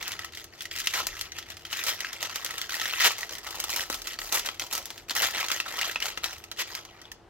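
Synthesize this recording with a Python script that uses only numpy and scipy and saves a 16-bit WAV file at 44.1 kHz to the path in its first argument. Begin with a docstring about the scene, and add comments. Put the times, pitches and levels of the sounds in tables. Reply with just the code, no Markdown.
"""Opening a paper envelope over a box

Two hands work open a small paper envelope over a cardboard box on a desk, close to the microphone.
Creases buckle as dry volleys of noise with a ringing facet; sliding sheets crackle in tiny random slips.
Hard pulls rip in dense runs of slips, and panels pop over as dull puffs of low noise.
Box resonances and a short room tail colour the paper, over air noise, a faint hum and a low rumble."""
import sys
import numpy as np
from scipy import signal
from scipy.fft import rfft, irfft, next_fast_len
from scipy.io import wavfile
from scipy.ndimage import uniform_filter1d

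SR = 44100
rng = np.random.default_rng(int(sys.argv[2]) if len(sys.argv) > 2 else 0)


def wav_out(sig):
    """Save sig, one row per channel (or a flat mono array), as 16-bit PCM at SR to the path in sys.argv[1]."""
    wavfile.write(sys.argv[1], SR, np.round(np.clip(np.atleast_2d(sig).T, -1, 1) * 32767).astype(np.int16))


N = 321489
TIME = np.arange(N) / SR

# Still air of the room. Each row: frequency in Hz, relative density in dB per Hz.
AIR_COLOUR = [(20, -32), (36, 0), (60, 2), (105, -0.5), (150, -4), (230, -6), (420, -1), (520, -7),
              (720, -2.5), (950, -9), (1300, -10), (2200, -16.5), (6000, -28), (16000, -43)]
# Steady hum of an appliance. Each row: frequency in Hz, level in dB before the left-right trim.
HUM_TONES = [(102.3, -68), (339.1, -64.5)]
# Low drones that come through the walls.
# Each row: centre in Hz, width in Hz, level in dB before the left-right trim.
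LOW_DRONES = [(37, 11, -72.5), (60, 8, -77), (89, 59, -72)]
# The rumble swells and sinks. Each row: peak in seconds, rise in seconds, fall in seconds,
# centre in Hz, width in Hz, peak level in dB before the left-right trim.
RUMBLE_SWELLS = [(.1, .3, 0.59, 85, 35, -60.5), (1.12, 0.14, 0.12, 40, 22, -56),
                 (1.45, 0.7, 0.33, 85, 24, -59), (3.95, 0.75, .2, 60, 9.4, -58.5),
                 (4.1, .2, 0.47, 37, 11, -59), (5.25, 0.11, .2, 80, 24, -59),
                 (6.05, 0.22, 0.26, 37, 10, -62), (6.4, .15, 0.16, 84, 21, -59)]
# The fingers slide one sheet over another. Each row: start in seconds, length in seconds,
# level in dB before the crackle trim, body in dB, crispness in dB.
SLIDE_STROKES = [(0, 0.14, -36.5, 1, -7.5), (0.179, 0.092, -45, 1, -11), (0.329, 0.091, -43, -7, -6),
                 (.52, 0.042, -51, -8, -5), (0.583, 0.055, -43.5, -21, -5), (0.707, 0.3, -38, -10, -2.5),
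                 (0.931, 0.091, -32.5, 7.5, -5), (1.067, 0.19, -42.5, -1, -5), (1.343, 0.042, -40, -1, -8),
                 (1.458, 0.069, -45.5, -5, -6.5), (1.605, 0.1, -50.5, -3, -4), (1.7, 0.14, -35.5, -5, -3.5),
                 (1.846, 0.077, -31.5, 1.5, -2), (1.97, 0.21, -39, 1, -8.5), (2.201, 0.054, -33, 0.5, -6),
                 (2.284, 0.37, -39.5, 2, -4.5), (2.691, 0.42, -31.5, -3, -4.5), (3.01, .06, -31, 0, -8),
                 (3.199, 0.015, -35, 6, -2), (3.304, 0.014, -34.5, 3.5, -4.5), (3.347, .06, -49, 6, -5),
                 (3.429, 0.3, -40.5, 6.5, -3.5), (3.688, 0.13, -32.5, 2.5, 0.5),
                 (3.907, 0.037, -36.5, 5.5, 3), (4.041, 0.082, -39, 3, -2.5), (4.187, .11, -42, 6.5, 5.5),
                 (4.316, 0.056, -29.5, 5, 0.5), (4.442, 0.03, -33.5, 2, -3.5),
                 (4.601, 0.024, -36.5, 7.5, -1.5), (4.704, 0.074, -36, 8, 1), (4.857, .15, -51, 8.5, -0.5),
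                 (5.082, 0.036, -38.5, 3, -1.5), (5.151, 0.12, -27.5, 3, -1), (5.335, 0.11, -30, 3, -6),
                 (5.488, 0.073, -30.5, 0.5, -3.5), (5.655, 0.11, -37, 6, -3), (5.778, 0.11, -30, 1.5, -6.5),
                 (6.013, 0.079, -32, 2.5, -5), (6.229, 0.024, -32.5, 8, -2), (6.302, 0.022, -37.5, 2, -3),
                 (6.57, 0.042, -34, -3, -7), (6.666, 0.12, -41, 7.5, -4), (6.805, 0.27, -54, 11, -10)]
# A crease buckles. Each row: time in seconds, level in dB before panning, body in dB,
# crispness in dB, ring of the paper facet in Hz.
CREASE_SNAPS = [(.027, -33, -14, 1.5, 2035), (.0787, -32.5, 6, 6.5, 1900), (.1186, -31.5, -17, 1, 3300),
                (.1918, -31, 0.5, -4, 1930), (.2461, -34, 4, 0.5, 1890), (.3227, -45, 0, -1, 3160),
                (.3726, -37.5, -5, 0, 2090), (.4418, -43.5, -9, 7, 4690), (.6073, -31.5, -16, -5, 3420),
                (.6208, -47.5, -10, 17, 6350), (.6543, -34, -8, -2, 1940), (.7126, -32, -18, -8, 3230),
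                (.8012, -30.5, -11, 4.5, 4940), (.8152, -35.5, -15, -14, 3540), (.8717, -19, -6, -3, 2820),
                (.938, -27.5, -18, 1, 1930), (1.0685, -29, 7, 9.5, 4700), (1.2115, -28.5, -6.5, 2.5, 4380),
                (1.3198, -33, -19, -9, 5960), (1.3857, -32.5, 2, 2, 1823), (1.4268, -38, -24, -9, 3380),
                (1.502, -36, 8, -1, 2846), (1.569, -39.5, -2, -1.5, 5360), (1.6517, -32.5, -11, -9, 3155),
                (1.7286, -27, 2, -1.5, 2970), (1.7916, -30.5, 3, -4, 3800), (1.8379, -31.5, 3, 6, 4960),
                (2.005, -28.5, -33, 0.5, 1970), (2.0471, -28.5, -7, -13, 1630),
                (2.2278, -28.5, 9, 3.5, 1970), (2.3583, -27, 3, 2.5, 5900), (2.4467, -31, 3, 7.5, 4700),
                (2.4626, -29, -3, -1, 6330), (2.5079, -31.5, -20, -1, 1970), (2.5814, -30.5, -15, 1, 3600),
                (2.6152, -27, -10, -1.5, 3360), (2.6941, -32, 1, -3, 1540), (2.742, -30.5, 3, 0, 1840),
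                (2.8149, -31, 2.5, 2, 1846), (2.856, -27, 3, -5, 1780), (2.9373, -27, -2, -19, 2640),
                (3.0055, -27, -5, -19, 2040), (3.1883, -34.5, 10, 1, 2150), (3.2096, -36.5, -10, 4, 1880),
                (3.2312, -29.5, 2, -8.5, 1940), (3.2933, -34, 3, -3, 6000), (3.3834, -40.5, 8, 7, 3372),
                (3.4661, -36.5, 13, -12, 2130), (3.5074, -36, 10, 4, 1300), (3.6008, -28.5, -4, 6.5, 3030),
                (3.64, -29, 6.5, 5, 3260), (3.7624, -28, 7, 7, 4590), (3.807, -26, -19, -6, 3400),
                (3.9, -29.5, 13.5, 3.5, 1514), (4.0185, -37, -5, 4, 5040), (4.072, -31, -5, 3, 4040),
                (4.1406, -38, -5, -7, 4400), (4.1888, -29, 4, -7, 4530), (4.2167, -33.5, -8, -4, 1940),
                (4.3245, -28, 10.5, 10, 5716), (4.396, -29.5, 2, 1, 3380), (4.4597, -30, -20, 3, 6100),
                (4.4885, -26, 5, -10, 3280), (4.5965, -26, -6.5, -2.5, 6060), (4.62, -31, 3, -4, 3360),
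                (4.7331, -34.5, 10, 11.5, 4230), (4.8563, -38, -20, 9.5, 5670), (4.904, -34, 6, -0.5, 3320),
                (4.9785, -39, -8, -1, 3320), (5.0966, -28.5, -6, -3, 4236), (5.1076, -25, 6.5, -2.5, 4400),
                (5.1517, -32, 1, 7, 1310), (5.165, -28, -8, 5, 1310), (5.2209, -27, 10.5, 7, 2000),
                (5.3816, -31, -1, 0.5, 4940), (5.4845, -28.5, -7, 0, 6360), (5.516, -22.5, 4.5, 0.5, 2862),
                (5.6011, -21.5, 0.5, -7, 2710), (5.813, -26, -15, -1, 2105),
                (5.9588, -22.5, 6.5, -15, 2600), (6.0026, -31.5, -13, -1, 2350),
                (6.0247, -23.5, -26, -6.5, 2940), (6.0563, -29, 7.5, 2, 1470),
                (6.175, -27.5, 10, -7.5, 2770), (6.2424, -24, -17.5, -2, 3913), (6.4395, -40.5, 4, 1, 2600),
                (6.5149, -32, 0, -2.5, 4050), (6.7513, -30.5, -5, 0.5, 4750), (6.851, -41.5, 5, -1, 6100),
                (7.016, -44, 0, -1, 5800), (7.0541, -45, -12, -14, 3430), (7.1168, -37, 5, 0, 1790)]
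# A hard pull rips or scrapes the paper.
# Each row: start in seconds, end in seconds, level in dB, body in dB, crispness in dB.
HARD_PULLS = [(0.939, 1.005, -31.5, -1, -2), (1.864, 1.902, -29.5, 0.5, 2.5), (2.999, 3.058, -22, -7, -6),
              (3.043, 3.08, -19.5, 3, -1), (4.342, 4.362, -28.5, 4.5, 8), (5.223, 5.249, -23.5, 2, -4),
              (6.588, 6.623, -28, -1, -4.5)]
# A whole panel of the envelope pops over. Each row: time in seconds, peak level in dB before the box and room.
PANEL_FLOPS = [(1.028, -43), (3.061, -45), (3.9, -32), (4.35, -38), (5.225, -46), (6.025, -46)]
# Colour of a snap. Each row: frequency in Hz, relative density in dB per Hz.
SNAP_SPECTRUM = [(100, -43.5), (250, -15), (450, -14.5), (800, -10.5), (1300, -3), (2000, -4.5),
                 (2900, -0.5), (4200, -1), (6200, -1), (7500, -6), (8800, -11.5), (11000, -10.5),
                 (12400, -8), (16000, -12.5)]
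# Colour of sliding and ripping paper. Each row: frequency in Hz, relative density in dB per Hz.
RUB_SPECTRUM = [(100, -27), (250, -21.5), (450, -11.5), (800, -7.5), (1300, -4), (2000, -3), (2900, -0.5),
                (4200, -2.5), (6200, -2.5), (7500, -6), (8800, -13), (11000, -12.5), (12400, -7),
                (16000, -14)]
# How much of the body each frequency takes. Each row: frequency in Hz, share from 0 to 1.
BODY_WEIGHT = [(850, 1), (1600, 0)]
# How much of the crispness each frequency takes. Each row: frequency in Hz, share from 0 to 1.
CRISP_WEIGHT = [(2700, 0), (5600, .55), (11000, 1)]
# Resonances of the pouch and the open box under it. Each row: centre in Hz, width in Hz, lift in dB.
HOLLOW_MODES = [(1308, 46, 8), (1894, 210, 5.5), (2067, 20, 8), (2880, 130, 1), (3183, 30, 5.5),
                (4020, 53, 2)]
# Decay of the room. Each row: frequency in Hz, time to fall 60 dB in seconds.
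ROOM_DECAY = [(250, 0.45), (700, 0.32), (1800, 0.17), (4500, 0.36), (12000, 0.1)]
# Likeness of the two channels. Each row: frequency in Hz, likeness from 0 to 1.
CHANNEL_LIKENESS = [(100, 0.85), (550, 0.83), (1650, 0.66), (3000, 0.95), (5000, 0.45), (15000, 0.1)]
# Tonal balance between the channels. Each row: frequency in Hz, left minus right in dB.
LEFT_BALANCE = [(1000, 0), (4000, 1.8), (8000, -1.5), (12000, 3)]

# A stroke takes hold, lets go, and leaves the sheets creeping faintly.
GRIP_S, RELEASE_S, CREEP_DB, CREEP_S = 0.0042, 0.02, -8, 0.098
SLIP_S = .0009  # power decay of one tiny slip of the crackle
EDGE_HZ = 16050  # top of the recorder's band


def amp(db):
    """Decibels to gain."""
    return 10 ** (np.asarray(db) / 20)


def unit(x):
    """Scales to an rms of one."""
    return x / np.sqrt(np.mean(abs(x) ** 2) + 1e-20)


def read(points, hz):
    """Reads a table over log frequency."""
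    f, value = np.transpose(points)
    return np.interp(np.log(hz + 1), np.log(f + 1), value)


def add(mix, s, sound):
    """Adds a stereo sound at time s."""
    part = mix[:, max(round(s * SR), 0):][:, :sound.shape[1]]
    part += sound[:, :part.shape[1]]


def causal(gain):
    """Gives a gain curve the phase of a thing that rings only after it is struck (minimum phase)."""
    log_gain = np.log(np.maximum(gain, 1e-5))
    circle = np.concatenate([log_gain, log_gain[..., -2:0:-1]], -1)
    return np.exp(np.conj(signal.hilbert(circle)))[..., :gain.shape[-1]]


def pair(a, b, hz, lead_s):
    """Blends two unrelated spectra into left and right, with the right ahead by lead_s."""
    same = np.clip(read(CHANNEL_LIKENESS, hz), 0, 1)
    balance = amp(read(LEFT_BALANCE, hz) / 2)
    shared, own = np.sqrt((1 + same) / 2), np.sqrt((1 - same) / 2)
    left = (shared * a + own * b) * balance * np.exp(-2j * np.pi * hz * lead_s)
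    right = (shared * a - own * b) / balance
    return np.array([left, right])


def tilt_db(hz, body_db, crisp_db):
    """Large loose panels add body; tight small creases add treble."""
    return body_db * read(BODY_WEIGHT, hz) + crisp_db * read(CRISP_WEIGHT, hz)


def slip_power(length, per_s, spread_db, slip_s):
    """Power of a random train of fibre slips of unequal size, each dying away over slip_s; mean one."""
    sizes = amp(spread_db * np.minimum(rng.exponential(1, length), 4))
    slips = sizes * (rng.random(length) < per_s / SR)
    power = signal.lfilter([1], [1, -np.exp(-1 / (slip_s * SR))], slips ** 2)
    return power / (power.mean() + 1e-12)


def background(air_db=-56.0):
    """Room air as coloured noise, a steady hum of sine tones, and the low rumble."""
    hz = np.fft.rfftfreq(N, 1 / SR)
    noise = pair(*rfft(rng.standard_normal((2, N))), hz, 0)
    air = unit(irfft(noise * amp(read(AIR_COLOUR, hz)), N))
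    hum = sum(amp(db) * np.sqrt(2) * np.sin(2 * np.pi * (f * TIME + rng.random())) for f, db in HUM_TONES)
    return amp(air_db) * air + hum + rumble()


def rumble():
    """Steady low drones, and swells that rise and sink as bells."""
    out = sum(amp(db) * drone(hz, width) for hz, width, db in LOW_DRONES)
    for s, rise_s, fall_s, hz, width, db in RUMBLE_SWELLS:
        bell = np.exp(-((TIME - s) / np.where(TIME < s, rise_s, fall_s)) ** 2)
        out = out + amp(db) * bell * drone(hz, width)
    return out


def drone(centre_hz, width_hz):
    """A narrow band of low noise, held at an even level of one."""
    size = next_fast_len(N)
    hz = np.fft.rfftfreq(size, 1 / SR)
    band_gain = 1 / (1 + (2 * (hz - centre_hz) / width_hz) ** 4)
    band = irfft(rfft(rng.standard_normal(size)) * band_gain, size)[:N]
    return band / np.sqrt(uniform_filter1d(band ** 2, size=12000))


def pull():
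    """Level, body and crispness (dB) of the sliding paper over time; stronger strokes weigh more in the colour."""
    t = TIME[::40]  # hands move slowly enough for a coarse grid
    start, length, db, body_db, crisp_db = np.transpose(SLIDE_STROKES)[:, :, None]
    age = np.maximum(t - start, 0)
    after = np.maximum(age - length, 0)
    grip = 1 - np.exp(-age / GRIP_S)
    release = np.exp(-after / RELEASE_S) + amp(CREEP_DB) * np.exp(-after / CREEP_S)
    release = release / (1 + amp(CREEP_DB))
    power = (amp(db) * grip * release) ** 2
    total = power.sum(0) + 1e-9
    level = 10 * np.log10(total)
    body, crisp = (power * body_db).sum(0) / total, (power * crisp_db).sum(0) / total
    return [np.interp(TIME, t, curve) for curve in (level, body, crisp)]


def crackle(effort, level_db=-1, slips_per_s=700, spread_db=2.5, hiss_db=-11, patch_db=4.0,
            left_db=0.0, lead_s=.00007):
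    """Fibres catch and let go in tiny slips of very unequal size, over the hiss of sheet on sheet."""
    db, body_db, crisp_db = effort
    power = slip_power(N, slips_per_s, spread_db, SLIP_S) + amp(hiss_db) ** 2
    power /= uniform_filter1d(power, size=1300)  # the pull of the hands sets the power that the slips share
    grains = rng.standard_normal((2, N)) * np.sqrt(power)

    padded = next_fast_len(N + 4096) * 2
    hz = np.fft.rfftfreq(padded, 1 / SR)
    colour = causal(unit(amp(read(RUB_SPECTRUM, hz))))
    grains = irfft(pair(*rfft(grains, padded), hz, lead_s) * colour)[:, :N]

    hz, t, z = signal.stft(grains, SR, nperseg=256, noverlap=192)
    # the facets keep changing shape, so their resonances come and go
    patches = uniform_filter1d(rng.standard_normal(z.shape[1:]), size=3, axis=0)
    patches = unit(uniform_filter1d(patches, size=12, axis=1))
    tilt = amp(tilt_db(hz[:, None], np.interp(t, TIME, body_db), np.interp(t, TIME, crisp_db)))
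    z = z * tilt * unit(amp(patch_db * patches))
    grains = signal.istft(z, SR, nperseg=256, noverlap=192)[1][:, :N]
    return grains * amp(db + level_db + np.array([[left_db], [-left_db]]))


def snaps(rows, level_db=0, rise_s=.0004, volley_s=.0033, stretch=.12, settle_s=0.019, settle_db=-22,
          desk_s=0.007, desk_db=-18, desk_spread_s=0.0055, ring_s=0.0023, lead_s=.00007,
          left_db=-0.1, wander_db=2.0, size=2048):
    """Each buckle is a quick volley of fibre slips that rings one facet; the desk returns it and the sheet settles."""
    out, t, hz = np.zeros((2, N)), np.arange(size) / SR, np.fft.rfftfreq(size, 1 / SR)
    span = np.sqrt(.006 * SR)  # levels are rms over 6 ms
    for s, db, body_db, crisp_db, ring_hz in rows:
        # where on the envelope the crease lies: scales the desk delay and the lead of the right
        height, side = rng.uniform(1.0, 1.9), rng.uniform(0.14, 1.53)
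        pan_db = left_db + wander_db * rng.uniform(-1, 1)

        burst_s = volley_s * amp(stretch * body_db)  # a larger panel takes longer to give
        onset = 1 - np.exp(-t / rise_s)
        settle = amp(settle_db) * np.exp(-t / settle_s)
        volley = onset * (np.exp(-t / max(burst_s, rise_s)) + settle)
        volley += amp(desk_db) * np.exp(-abs(t - desk_s * height) / desk_spread_s)
        slips = rng.standard_normal((2, size)) * np.sqrt(rng.exponential(1, size)) * volley
        # the crease gives with one marked slip at the peak
        slips[:, np.argmax(volley)] = amp(-9) * np.linalg.norm(volley) * rng.choice([-1, 1], 2)

        z = pair(*rfft(slips), hz, lead_s * side)
        # a slip is broadband: flatten its broad shape and keep only the fine ripple
        broad = np.sqrt(uniform_filter1d(abs(z) ** 2, size=120, axis=1).mean(0))
        colour = unit(amp(read(SNAP_SPECTRUM, hz))) * amp(tilt_db(hz, body_db, crisp_db))
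        crack = irfft(z * causal(colour / broad))

        # the facet swings for a few cycles; duller snaps ring more
        swing = np.sin(2 * np.pi * ring_hz * (t - np.array([[lead_s * side], [0]])))
        ring = unit(swing * onset * np.exp(-t / ring_s)) / np.sqrt(size)
        ring_gain = amp(-8 - .5 * crisp_db)
        sound = (crack + ring_gain * ring) / np.hypot(1, ring_gain)
        channel_db = db + level_db + np.array([[pan_db], [-pan_db]]) / 2
        add(out, s - rise_s, sound * span * amp(channel_db))
    return out


def small_snaps(effort, per_s=22, over_db=-1, spread_db=3.5, crisp_db=4, crisp_spread_db=4.5,
                low_hz=1700, high_hz=5000, least_db=-51, most_db=-33.5):
    """Lesser creases give at random, following the pull of the hands: rows like those of CREASE_SNAPS."""
    handled_s = max(start + length for start, length, *_ in SLIDE_STROKES)
    count = round(per_s * handled_s)
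    when, facet = rng.random((count, 2)).T
    when = when * handled_s
    strength, tightness = rng.standard_normal((count, 2)).T
    db, body, crisp = (np.interp(when, TIME, curve) for curve in effort)
    level = np.clip(db + over_db + spread_db * strength, least_db, most_db)
    crispness = crisp + crisp_db + crisp_spread_db * tightness
    ring_hz = low_hz * (high_hz / low_hz) ** facet
    return list(zip(when, level, body, crispness, ring_hz))


def rips(level_db=0, slip_s=0.00045, rise_s=0.0011, stop_s=0.004, lead_s=.00007, size=8192):
    """Fibres give way in a dense, even run that starts sharply and stops when the paper comes free."""
    out, t, hz = np.zeros((2, N)), np.arange(size) / SR, np.fft.rfftfreq(size, 1 / SR)
    for start, end, db, body_db, crisp_db in HARD_PULLS:
        stop = np.exp(-np.maximum(t - (end - start), 0) / stop_s)
        envelope = (1 - np.exp(-t / rise_s)) * stop
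        power = slip_power(size, 4500, 1.5, slip_s)  # slips per second, spread in dB
        run = rng.standard_normal((2, size)) * np.sqrt(power) * envelope
        colour = unit(amp(read(RUB_SPECTRUM, hz))) * amp(tilt_db(hz, body_db, crisp_db))
        rip = irfft(pair(*rfft(run), hz, lead_s) * causal(colour))
        add(out, start, amp(db + level_db) * rip)
    return out


def flops(low_hz=220, high_hz=560, decay_s=0.0023, size=4096):
    """A panel that pops over pushes a short, dull puff of air: decaying noise through a low band."""
    out, t = np.zeros((2, N)), np.arange(size) / SR
    band = signal.butter(2, [low_hz, high_hz], "band", fs=SR, output="sos")
    for s, db in PANEL_FLOPS:
        puff = signal.sosfilt(band, rng.standard_normal(size) * np.exp(-t / decay_s))
        add(out, s, amp(db) * np.array([puff, puff]) / abs(puff).max())
    return out


def surroundings(x, room_db=-14, build_s=0.0039, size=16384):
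    """The pouch and box resonate, and the room adds a short tail of sparse random echoes."""
    t, hz = np.arange(size) / SR, np.fft.rfftfreq(size, 1 / SR)
    taps = rng.standard_normal((2, size)) * (rng.random((2, size)) < 4000 / SR)  # 4000 echoes per second
    f, age, z = signal.stft(taps, SR, nperseg=256)
    decay = amp(-60 * age / read(ROOM_DECAY, f)[:, None])
    tail = signal.istft(z * decay, SR, nperseg=256)[1][:, :size]
    build = 1 - np.exp(-(t / build_s) ** 2)
    tail = amp(room_db) * unit(tail * build) / np.sqrt(size)
    lift_db = sum(db / (1 + (2 * (hz - centre) / width) ** 2) for centre, width, db in HOLLOW_MODES)
    response = irfft((1 + pair(*rfft(tail), hz, 0)) * causal(amp(lift_db)))  # 1 is the direct sound
    return signal.fftconvolve(x, response, axes=1)[:, :N]


def scene():
    """The envelope in its room."""
    effort = pull()
    still = background() * amp([[.6], [-.6]])  # left-right trim in dB
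    paper = crackle(effort) + snaps(CREASE_SNAPS) + snaps(small_snaps(effort)) + rips() + flops()
    return surroundings(paper) * amp(1) + still


def record(dry):
    """The band limit of the recorder: a steep low-pass filter."""
    low_pass = signal.firwin(401, EDGE_HZ, window=("kaiser", 8), fs=SR)
    return signal.oaconvolve(dry, low_pass[None], "same")


dry = scene()
out = record(dry)
wav_out(out)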